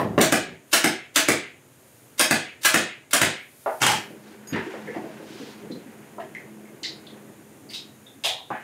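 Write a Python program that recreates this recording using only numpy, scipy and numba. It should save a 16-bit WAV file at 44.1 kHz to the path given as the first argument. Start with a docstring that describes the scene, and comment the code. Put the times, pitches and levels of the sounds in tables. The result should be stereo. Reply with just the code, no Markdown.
"""An air stapler fires six times into a padded seat, close to the microphone in a small workshop.
Each shot is a trigger tick, a blast of air with the blade's blow, then the piston's thump and exhaust.
The tool is dropped on the table, the seat laid flat and the table dragged about, with knocks and clicks.
Echoes flutter between the walls over a hissing hose, heard by a stereo camera with gain control."""
import sys
import numpy as np
from scipy import signal
from scipy.fft import rfft, irfft
from scipy.io import wavfile
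from scipy.ndimage import uniform_filter1d
from numba import njit

SR = 44100
rng = np.random.default_rng(int(sys.argv[2]) if len(sys.argv) > 2 else 0)


def generate_wav(sig):
    """Save sig (samples, or channels by samples) to the path in sys.argv[1] as 16-bit PCM at SR."""
    pcm = np.round(np.clip(np.atleast_2d(sig).T, -1, 1) * 32767).astype(np.int16)
    wavfile.write(sys.argv[1], SR, pcm)


N = 380583


def undb(db):
    return 10 ** (np.asarray(db) / 20)


def on_log(table, hz):
    """Reads a table along a log frequency axis."""
    points_hz, values = np.transpose(table)
    return np.interp(np.log(np.maximum(hz, 1)), np.log(points_hz), values)


def level_curves(table):
    """One dB curve per level column, silent outside the table's times."""
    times, *columns = np.transpose(table)
    return [np.interp(np.arange(N) / SR, times, db, left=-120, right=-120) for db in columns]


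def colour(x, tone, peaks=(), tilt_db=0):
    """Causal filter: a tone curve, resonances and a tilt per octave; white noise keeps its rms."""
    hz = np.fft.rfftfreq(8192, 1 / SR)
    db = on_log(tone, hz) + tilt_db * np.log2(np.maximum(hz, 50) / 2000)
    db += sum(boost / (1 + (2 * (hz - centre) / width) ** 2) for centre, width, boost in peaks)
    cepstrum = irfft(db * np.log(10) / 20)
    cepstrum[1:4096] *= 2  # fold to minimum phase
    cepstrum[4097:] = 0
    impulse = irfft(np.exp(rfft(cepstrum)))[:4096]
    return signal.oaconvolve(x, impulse / np.sqrt(np.sum(impulse ** 2)))[:len(x)]


def hump(hz, octaves, skirt_db):
    """Tone curve of a resonance, 10 dB down at `octaves` to each side."""
    return [(hz * 2 ** (-2.5 * octaves), min(skirt_db + 7, -24)),
            (hz * 2 ** -octaves, -10), (hz, 0), (hz * 2 ** octaves, -10),
            (min(hz * 2 ** (2.7 * octaves), 15000), skirt_db), (20000, skirt_db - 19)]


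def burst(rise_s, fall_s, blow=0.):
    """Grainy noise that rises, then dies away; a hard blow leads it with one sharp push."""
    t = np.arange(SR // 2) / SR
    noise, grain = rng.standard_normal((2, len(t)))
    envelope = (1 - np.exp(-t / max(rise_s, 1e-4))) ** 2 * np.exp(-t / max(fall_s, 1e-3))
    x = noise * undb(3.5 * grain) * envelope
    x[0] = blow * np.sqrt(np.sum(x ** 2))
    return x[:int((10 * fall_s + .1) * SR)]


def add(out, start_s, x, db, pan_db=0):
    """Places a sound; db is its energy spread over 2 ms, pan_db is left minus right."""
    i = int(start_s * SR)
    x = x[:N - i] * undb(db) * np.sqrt(.002 * SR / np.sum(x ** 2))
    out[:, i:i + len(x)] += x * undb(np.array([[pan_db], [-pan_db]]) / 2)


def walk(rate_hz):
    """Glides between random levels; spread near 1."""
    step = int(SR / rate_hz)
    return uniform_filter1d(np.repeat(rng.standard_normal(N // step + 1), step), step)[:N]


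def rough_noise(depth_db, rate_hz):
    """Noise whose level flickers."""
    return rng.standard_normal(N) * undb(depth_db * walk(rate_hz))


def pair(x, y, likeness):
    """Left and right channels from two unrelated sounds."""
    mid, side = np.sqrt(1 + likeness) * x, np.sqrt(1 - likeness) * y
    return np.array([mid + side, mid - side]) / np.sqrt(2)


# room tone of the workshop: pitch_hz, level_db
SHOP_TONE = [(25, -50), (60, -20.5), (130, -3.5), (180, -14.5), (260, -7.5), (500, -12.5), (1000, -20.5),
             (2000, -22.5), (3000, -26.5), (4500, -33), (5600, -34), (6700, -24), (8200, -30.5),
             (9500, -29), (12000, -43), (15800, -41)]


def shop_air():
    """Low, faintly wavering noise all around the microphone."""
    air = [colour(rng.standard_normal(N), SHOP_TONE) for _ in range(2)]
    return pair(*air, likeness=0.77) * undb(-51.5 + 0.46 * walk(3.1))


# escaping air: pitch_hz, level_db
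LEAK_TONE = [(4000, -8), (7000, -6.5), (9500, -6.5), (12500, -1.5), (15500, -7.5)]
# its whistles: pitch_hz, width_hz, boost_db
LEAK_WHISTLES = [(11950, 500, 4), (14100, 270, -1), (9440, 1100, 10)]
# tugs on the hose: peak_s, level_db, half_length_s
HOSE_TUGS = [(0.0, -44, 0.033), (0.81, -43, 0.083), (1.936, -61.5, 0.29), (3.754, -49, 0.27)]


def hose_leak():
    """The coupling hisses, louder when tugged; the hiss dips after each shot and swells back."""
    leak_db, dip_db, recover_s = -57.5, -28, 0.25
    t = np.arange(N) / SR
    dips_db = sum(dip_db * (t > s) * np.exp(-np.abs(t - s) / recover_s) for s, *_ in BLASTS)
    tugs = sum(undb(db) * np.exp(-((t - s) / half_s) ** 2) for s, db, half_s in HOSE_TUGS)
    hiss = [colour(rng.standard_normal(N), LEAK_TONE, LEAK_WHISTLES) for _ in range(2)]
    return pair(*hiss, likeness=0.48) * (undb(leak_db + dips_db) + tugs)


# bumps on seat and table: start_s, level_db, pitch_hz, width_octaves, fall_s, pan_db
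KNOCKS = [(0.0, -13.5, 380, 1.53, 0.0066, -3), (0.031, -11.5, 200, 1.43, 0.3, 0.5),
          (0.179, -0.5, 284, 1.45, 0.0023, 2), (0.184, -13, 142, 0.72, 0.032, -0.5),
          (3.661, -12.5, 680, 0.98, 0.025, 1.5), (3.89, -12, 840, 0.29, 0.0054, -3),
          (4.105, -32.5, 285, 0.81, .005, 4), (4.137, -36, 298, 0.96, 0.009, -1.5),
          (4.524, -16, 158, 1.3, 0.017, 2.5), (4.56, -18, 332, 1.76, 0.0055, 2),
          (4.664, -23.5, 313, 0.52, 0.0034, 2), (4.7392, -27.5, 494, 1.44, 0.0026, 4),
          (4.874, -25.5, 467, 0.22, .006, 3), (4.948, -27.5, 736, 0.42, 0.0038, -4),
          (4.963, -21, 317, 0.96, 0.0034, 0), (5.04, -27.5, 450, 0.67, 0.017, 0),
          (5.2, -32, 410, 0.97, 0.019, 5), (5.3, -34, 328, 0.39, .006, 5),
          (5.40, -27.5, 281, 0.89, .011, 0), (5.635, -31.5, 260, 0.93, 0.011, -1),
          (5.70, -24, 239, .7, 0.0076, 1.5), (5.754, -31, 237, .9, 0.0031, 1),
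          (5.861, -35.5, 239, 1.13, .006, 0), (6.183, -24.5, 660, 0.76, .005, -2),
          (8.156, -41.5, 270, 0.36, 0.0064, 2), (8.246, -21, 700, 0.63, 0.047, -1),
          (8.383, -39, 815, 0.32, 0.0053, -2), (8.504, -19, 746, 0.94, 0.008, -1),
          (8.508, -30.5, 260, 1.1, .012, 1)]


def knocks(out):
    """Blows on wood and padding, each with one dull resonance."""
    for s, db, hz, octaves, fall_s, pan_db in KNOCKS:
        add(out, s, colour(burst(0.00064, fall_s, blow=0.76), hump(hz, octaves, -43)), db, pan_db)


# clicks and creaks: start_s, level_db, pitch_hz, width_octaves, fall_s, crack_db, pan_db
CLICKS = [(0.18, -13, 1440, 0.87, 0.0016, -46, -6), (3.831, -10.5, 3220, 0.11, 0.0051, -32, -5),
          (4.528, -29, 2630, .84, .005, -36, 3), (4.534, -19.5, 1780, 0.64, 0.033, -40, 1),
          (4.873, -30, 1820, .3, .009, -41, 1), (4.94, -33, 2020, .35, 0.012, -25, 2),
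          (5.714, -38, 4020, .25, 0.0069, -22, 3), (6.2, -36.5, 1670, 0.71, 0.0081, -27, -4),
          (6.349, -28, 2080, 0.21, .002, -29, 1), (6.654, -47, 2200, .26, 0.0043, -48, -3),
          (6.832, -24.5, 4300, 0.65, 0.0036, -42, 0), (6.84, -29.5, 2200, 0.33, 0.0023, -36, -4),
          (6.845, -21, 4200, 0.42, 0.01, -38, -3), (7.067, -39, 3630, 0.34, 0.0033, -40, -7),
          (7.691, -37.5, 4650, .15, .019, -47, -13), (7.701, -38, 2150, .16, 0.015, -7, -14),
          (7.736, -23.5, 3840, 0.44, 0.019, -22, -3.5), (8.065, -41.5, 3530, .1, .008, -31, -6),
          (8.238, -20, 3300, 0.57, 0.0078, -20, -10), (8.248, -13, 3070, 0.62, 0.019, -16, -1.5),
          (8.25, -18.5, 3570, .19, 0.05, -52, -1), (8.513, -26.5, 1700, 0.61, .045, -42, -3.5)]


def clicks(out):
    """A bright resonance over a broad crack; longer rattles swell more slowly."""
    for s, db, hz, octaves, fall_s, crack_db, pan_db in CLICKS:
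        rattle = burst(0.16 * fall_s, fall_s, blow=0.39)
        add(out, s, colour(rattle, hump(hz, octaves, crack_db)), db, pan_db)


# resonances of the stapler's body: pitch_hz, width_hz, boost_db
TOOL_BODY = [(315.6, 105, 7), (1700, 270, 3.5), (2015, 160, 4.5), (2516, 320, 1), (6550, 380, 1.5),
             (8920, 730, 3)]
# trigger pulls: start_s, level_db, rise_s, fall_s
TICKS = [(0.186, -23, 0.00085, 0.0025), (0.711, -22.5, 0.015, 0.013), (1.139, -27, 0.017, 0.012),
         (2.176, -20, 0.017, 0.012), (2.609, -34, .01, 0.012), (2.631, -20.5, 0.0022, 0.0073),
         (3.108, -27, 0.0012, .008)]


def trigger(out):
    """The trigger ticks and the valve gives its first hiss."""
    for s, db, rise_s, fall_s in TICKS:
        add(out, s, colour(burst(rise_s, fall_s), hump(3900, 2.1, -18), TOOL_BODY), db)


# the six shots: start_s, level_db, tilt_db_per_octave, pan_db
BLASTS = [(0.203, -3.5, -1, -1), (0.727, 0.5, 2.5, -0.3), (1.156, -2.5, 1.6, -0.3), (2.192, -4, 0.9, -2.5),
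          (2.645, -0.5, 2.2, -2), (3.128, -3.5, 0.8, 1.5)]
# the driving air: pitch_hz, level_db
BLAST_TONE = [(35, -61), (60, -25), (206, -13.5), (291, -7), (433, -16), (642, -2.5), (738, -11),
              (1630, -5), (1870, -11.5), (2650, -8), (5580, -20.5), (6710, -17), (15500, -27.5)]


def air_blasts(out):
    """Compressed air bursts through the tool's body, close to the microphone."""
    for s, db, tilt_db, pan_db in BLASTS:
        air = burst(rise_s=0.0058, fall_s=0.012)
        add(out, s, colour(air, BLAST_TONE, TOOL_BODY, tilt_db), db, pan_db)


# the blade's cracks and their echoes: start_s, level_db
CRACKS = [(0.2137, -5), (0.226, -10.5), (0.736, -5.5), (1.1605, -6), (1.1764, -12), (2.195, -7.5),
          (2.2111, -5.5), (2.6566, -5.5), (2.6634, -21), (3.134, -4), (3.148, -19)]
# tone of a crack: pitch_hz, level_db
CRACK_TONE = [(300, -15), (1500, -13.5), (3000, 1.5), (6700, 2.5), (9000, 0.5), (15500, -9.5)]


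def blade(out):
    """The blade's sharp crack, on most shots followed by a quick echo off the walls."""
    for s, db in CRACKS:
        add(out, s, colour(burst(0.0001, 0.001, blow=0.099), CRACK_TONE, TOOL_BODY), db)


# piston returns: start_s, thump_db, exhaust_db, pan_db
RETURNS = [(0.3238, -2, -16, -1.5), (0.843, -2.5, -15, -2), (1.286, -1.5, -13.5, 0),
           (2.310, -3, -12.5, -3.5), (2.743, -1.5, -11, -2), (3.216, -2.5, -11.5, -0.3)]
# the piston landing: pitch_hz, level_db
THUMP_TONE = [(60, -19), (130, -3), (210, -3.5), (310, -3), (560, -5), (1000, -6), (1750, -4), (2400, -6),
              (3800, -15.5), (7700, -12), (15500, -24)]
# the spent air: pitch_hz, level_db
EXHAUST_TONE = [(60, -35), (200, -1.5), (500, -4), (1000, -11.5), (1800, -15), (3500, -6), (5600, -16),
                (9000, -14), (11000, -30), (15500, -46)]


def piston_return(out):
    """The valve vents just before the piston lands; the cylinder empties and a soft sigh follows."""
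    empty_s = .115
    air_left = np.exp(-(np.arange(SR // 2) / SR / empty_s) ** 3)
    for s, thump_db, exhaust_db, pan_db in RETURNS:
        thump = colour(burst(0.00056, 0.0016, blow=0.71), THUMP_TONE, TOOL_BODY)
        vent = colour(burst(0.00013, 0.0029), CRACK_TONE)
        exhaust = colour(burst(0.001, .07) * air_left, EXHAUST_TONE)
        sigh = colour(burst(0.015, 0.028), hump(2160, 0.62, -40))
        add(out, s, thump, thump_db, pan_db)
        add(out, s - .005, vent, thump_db - 21.5, pan_db)
        add(out, s - .006, exhaust, exhaust_db, pan_db)
        add(out, s + .13, sigh, exhaust_db - 16.5, pan_db)


# the dropped tool's bounces: time_s, level_db
CLATTER = [(3.8, -41), (3.828, -8.5), (3.85, -19), (3.872, -23), (3.898, -16.5), (3.915, -26), (3.98, -40)]
# tool against table top: pitch_hz, level_db
CLATTER_TONE = [(35, -67.5), (60, -19), (123, 3.5), (175, -4), (312, -5), (546, -10), (910, -3), (1020, -5),
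                (3190, -6), (3500, -13.5), (6710, -10), (11700, -20), (15500, -29)]


def tool_drop():
    """The stapler clatters onto the table in uneven bounces."""
    rattle = rough_noise(depth_db=7.74, rate_hz=200)
    return colour(rattle * undb(level_curves(CLATTER)[0] - 4), CLATTER_TONE)


# seat and table on the move: time_s, rumble_db, scrape_db
SHIFTS = [(3.95, -40, -45), (4.17, -46, -53), (4.5, -45, -49), (4.57, -43, -37), (4.71, -47, -38.5),
          (4.84, -40.5, -43), (5.44, -42.5, -49.5), (5.8, -45.5, -50.5), (6.4, -43, -55),
          (6.66, -46, -57.5), (7.08, -44, -52.5), (7.52, -49, -60.5), (7.91, -49.5, -60), (8.08, -61, -63),
          (8.47, -84, -69), (8.51, -34.5, -60), (8.63, -63, -47)]
# the dragged table: pitch_hz, level_db
RUMBLE_TONE = [(60, -41), (130, -16.5), (300, -3), (600, -10.5), (1200, -23), (2500, -58)]
# its resonances: pitch_hz, width_hz, boost_db
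TABLE_MODES = [(134.6, 80, 14), (212.4, 10.3, 21), (325.6, 11, 11), (401, 25, 9), (497, 9, 4)]
# sliding cloth: pitch_hz, level_db
SCRAPE_TONE = [(410, -31), (700, -2.5), (962, -2), (1210, -8), (1530, -2), (2550, -8), (3090, -12.5),
               (4280, -22.5), (7000, -23.5), (9100, -34), (15400, -120)]


def shifting():
    """The table groans as it is dragged, and cloth scrapes over it."""
    rumble_db, scrape_db = level_curves(SHIFTS)
    rumble = [colour(rough_noise(1.6, 32), RUMBLE_TONE, TABLE_MODES) for _ in range(2)]
    scrape = [colour(rough_noise(2, 60), SCRAPE_TONE) for _ in range(2)]
    return pair(*rumble, likeness=0.94) * undb(rumble_db) + pair(*scrape, likeness=0.24) * undb(scrape_db)


# strokes over the seat: start_s, level_db, rise_s, hold_s
STROKES = [(4.1, -54, 0.18, 0.029), (4.5, -57, 0.12, 0.59), (5.18, -45.5, 0.14, 0.19)]
# skin on fabric: pitch_hz, level_db
BRUSH_TONE = [(1500, -6.5), (3000, -4), (4500, -5.5), (6200, -10.5), (8000, -17), (12000, -25)]


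def brushing():
    """Hands brush the fabric: each stroke swells, holds, and fades as the hand lifts."""
    lift_s = 0.07
    t = np.arange(N) / SR
    level = np.zeros(N)
    for s, db, rise_s, hold_s in STROKES:
        swell = np.clip((t - s) / rise_s, 0, 1) ** 2
        lift = np.exp(-np.maximum(t - s - rise_s - hold_s, 0) / lift_s)
        level += undb(db) * swell * lift
    brush = [colour(rough_noise(0.75, 80), BRUSH_TONE) for _ in range(2)]
    return pair(*brush, likeness=0.51) * level


# modes of the tool's steel: pitch_hz, level_db, t60_s
STEEL_MODES = [(4960, -6, 0.075), (6400, -20, .1), (6670, -1, 0.15), (8700, -15, .12), (9700, -20, .12),
               (11110, -14, .12), (13110, -12, 0.18)]


def steel_ring(out):
    """The steel rings once when the seat jogs the tool."""
    t = np.arange(SR // 2) / SR
    ring = sum(undb(db - 60 * t / t60) * np.sin(2 * np.pi * hz * t) for hz, db, t60 in STEEL_MODES)
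    add(out, start_s=4.473, x=ring, db=-32)


def even(response, width_hz=38.8):
    """Levels a room's peaks and dips from one to ten widths broad; finer ripples stay."""
    power = np.abs(rfft(response, 32768)) ** 2
    hz = np.fft.rfftfreq(32768, 1 / SR)
    narrow = uniform_filter1d(power, int(width_hz / hz[1]))
    broad = uniform_filter1d(power, int(10 * width_hz / hz[1]))
    return colour(response, np.transpose([hz + 1, -10 * np.log10(narrow / broad)]))


# the workshop's decay: pitch_hz, t60_s
ROOM_T60 = [(100, 0.19), (300, 0.3), (1000, 0.29), (2500, 0.34), (6000, 0.24), (14000, 0.16)]
# its tail at the left and right microphones: pitch_hz, likeness
ROOM_LIKENESS = [(100, 1), (400, 0.89), (1000, 0.7), (3000, 0.22), (8000, 0.78), (14000, 0.42)]


def workshop():
    """Paths to the microphone: direct, off the table top, between facing walls, and a diffuse tail."""
    flutter_s, flutter_db = .0168, -4.5  # per trip between the walls
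    tabletop_s, tabletop_db, tail_db = .0036, -6.5, 5
    t = np.arange(int(.6 * SR)) / SR
    flutter = 1 + sum(2.8 * undb(k * flutter_db) * np.exp(-((t - k * flutter_s) / 0.00092) ** 2)
                      for k in range(1, 6))
    onset = 1 - np.exp(-t / 0.00095)
    tail = 0
    for hz in 50 * 2 ** np.arange(0, 8.4, 1 / 3):
        band = signal.butter(2, [hz * 2 ** (-1 / 6), hz * 2 ** (1 / 6)], "bandpass", fs=SR, output="sos")
        t60 = on_log(ROOM_T60, hz)
        noise = signal.sosfilt(band, rng.standard_normal((2, len(t))))
        noise *= undb(-60 * t / t60) * flutter * onset
        # energy follows band width and ringing time
        noise *= np.sqrt(hz * t60 / np.sum(noise ** 2, axis=1, keepdims=True))
        tail = tail + pair(*noise, on_log(ROOM_LIKENESS, hz))
    response = tail * undb(tail_db) / np.sqrt(np.mean(np.sum(tail ** 2, axis=1)))
    response[:, 0] += 1
    response[:, int(tabletop_s * SR)] += undb(tabletop_db)
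    for k in range(1, 5):
        response[:, int(k * flutter_s * SR)] += undb((k + 2) * flutter_db - .5)
    return np.array([even(channel) for channel in response])


def scene():
    """Shots and impacts ring in the workshop; rubbing, hiss and room tone lie under them."""
    hits = np.zeros((2, N))
    for source in (knocks, clicks, trigger, air_blasts, blade, piston_return, steel_ring):
        source(hits)
    hits += tool_drop()
    in_room = signal.oaconvolve(hits, workshop(), axes=1)[:, :N]
    return in_room + shop_air() + hose_leak() + shifting() + brushing()


@njit
def follow(x, attack_s, release_s):
    """Envelope that rises fast and falls slowly."""
    level, envelope = 0., np.empty(len(x))
    for i in range(len(x)):
        level += (x[i] - level) / (SR * (attack_s if x[i] > level else release_s))
        envelope[i] = level
    return envelope


def record(dry):
    """The camera's gain dips on loud moments and creeps back; peaks are rounded and the top is cut."""
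    # small microphones lose the deep bass
    mic = signal.sosfilt(signal.butter(2, 65, "highpass", fs=SR, output="sos"), dry)
    peak = np.max(np.abs(mic), axis=0)
    quick = follow(peak, attack_s=0.00047, release_s=.06)
    slow = follow(peak, attack_s=0.0059, release_s=.5)
    gain = np.minimum(1, (undb(-11.5) / (quick + 1e-9)) ** 0.3)
    gain *= np.minimum(1, (undb(-54) / (slow + 1e-9)) ** 0.056)
    rounded = .82 * np.tanh(mic * gain / .82)
    return signal.sosfilt(signal.ellip(10, .2, 75, 15620, fs=SR, output="sos"), rounded)


dry = scene()
out = record(dry)
generate_wav(out)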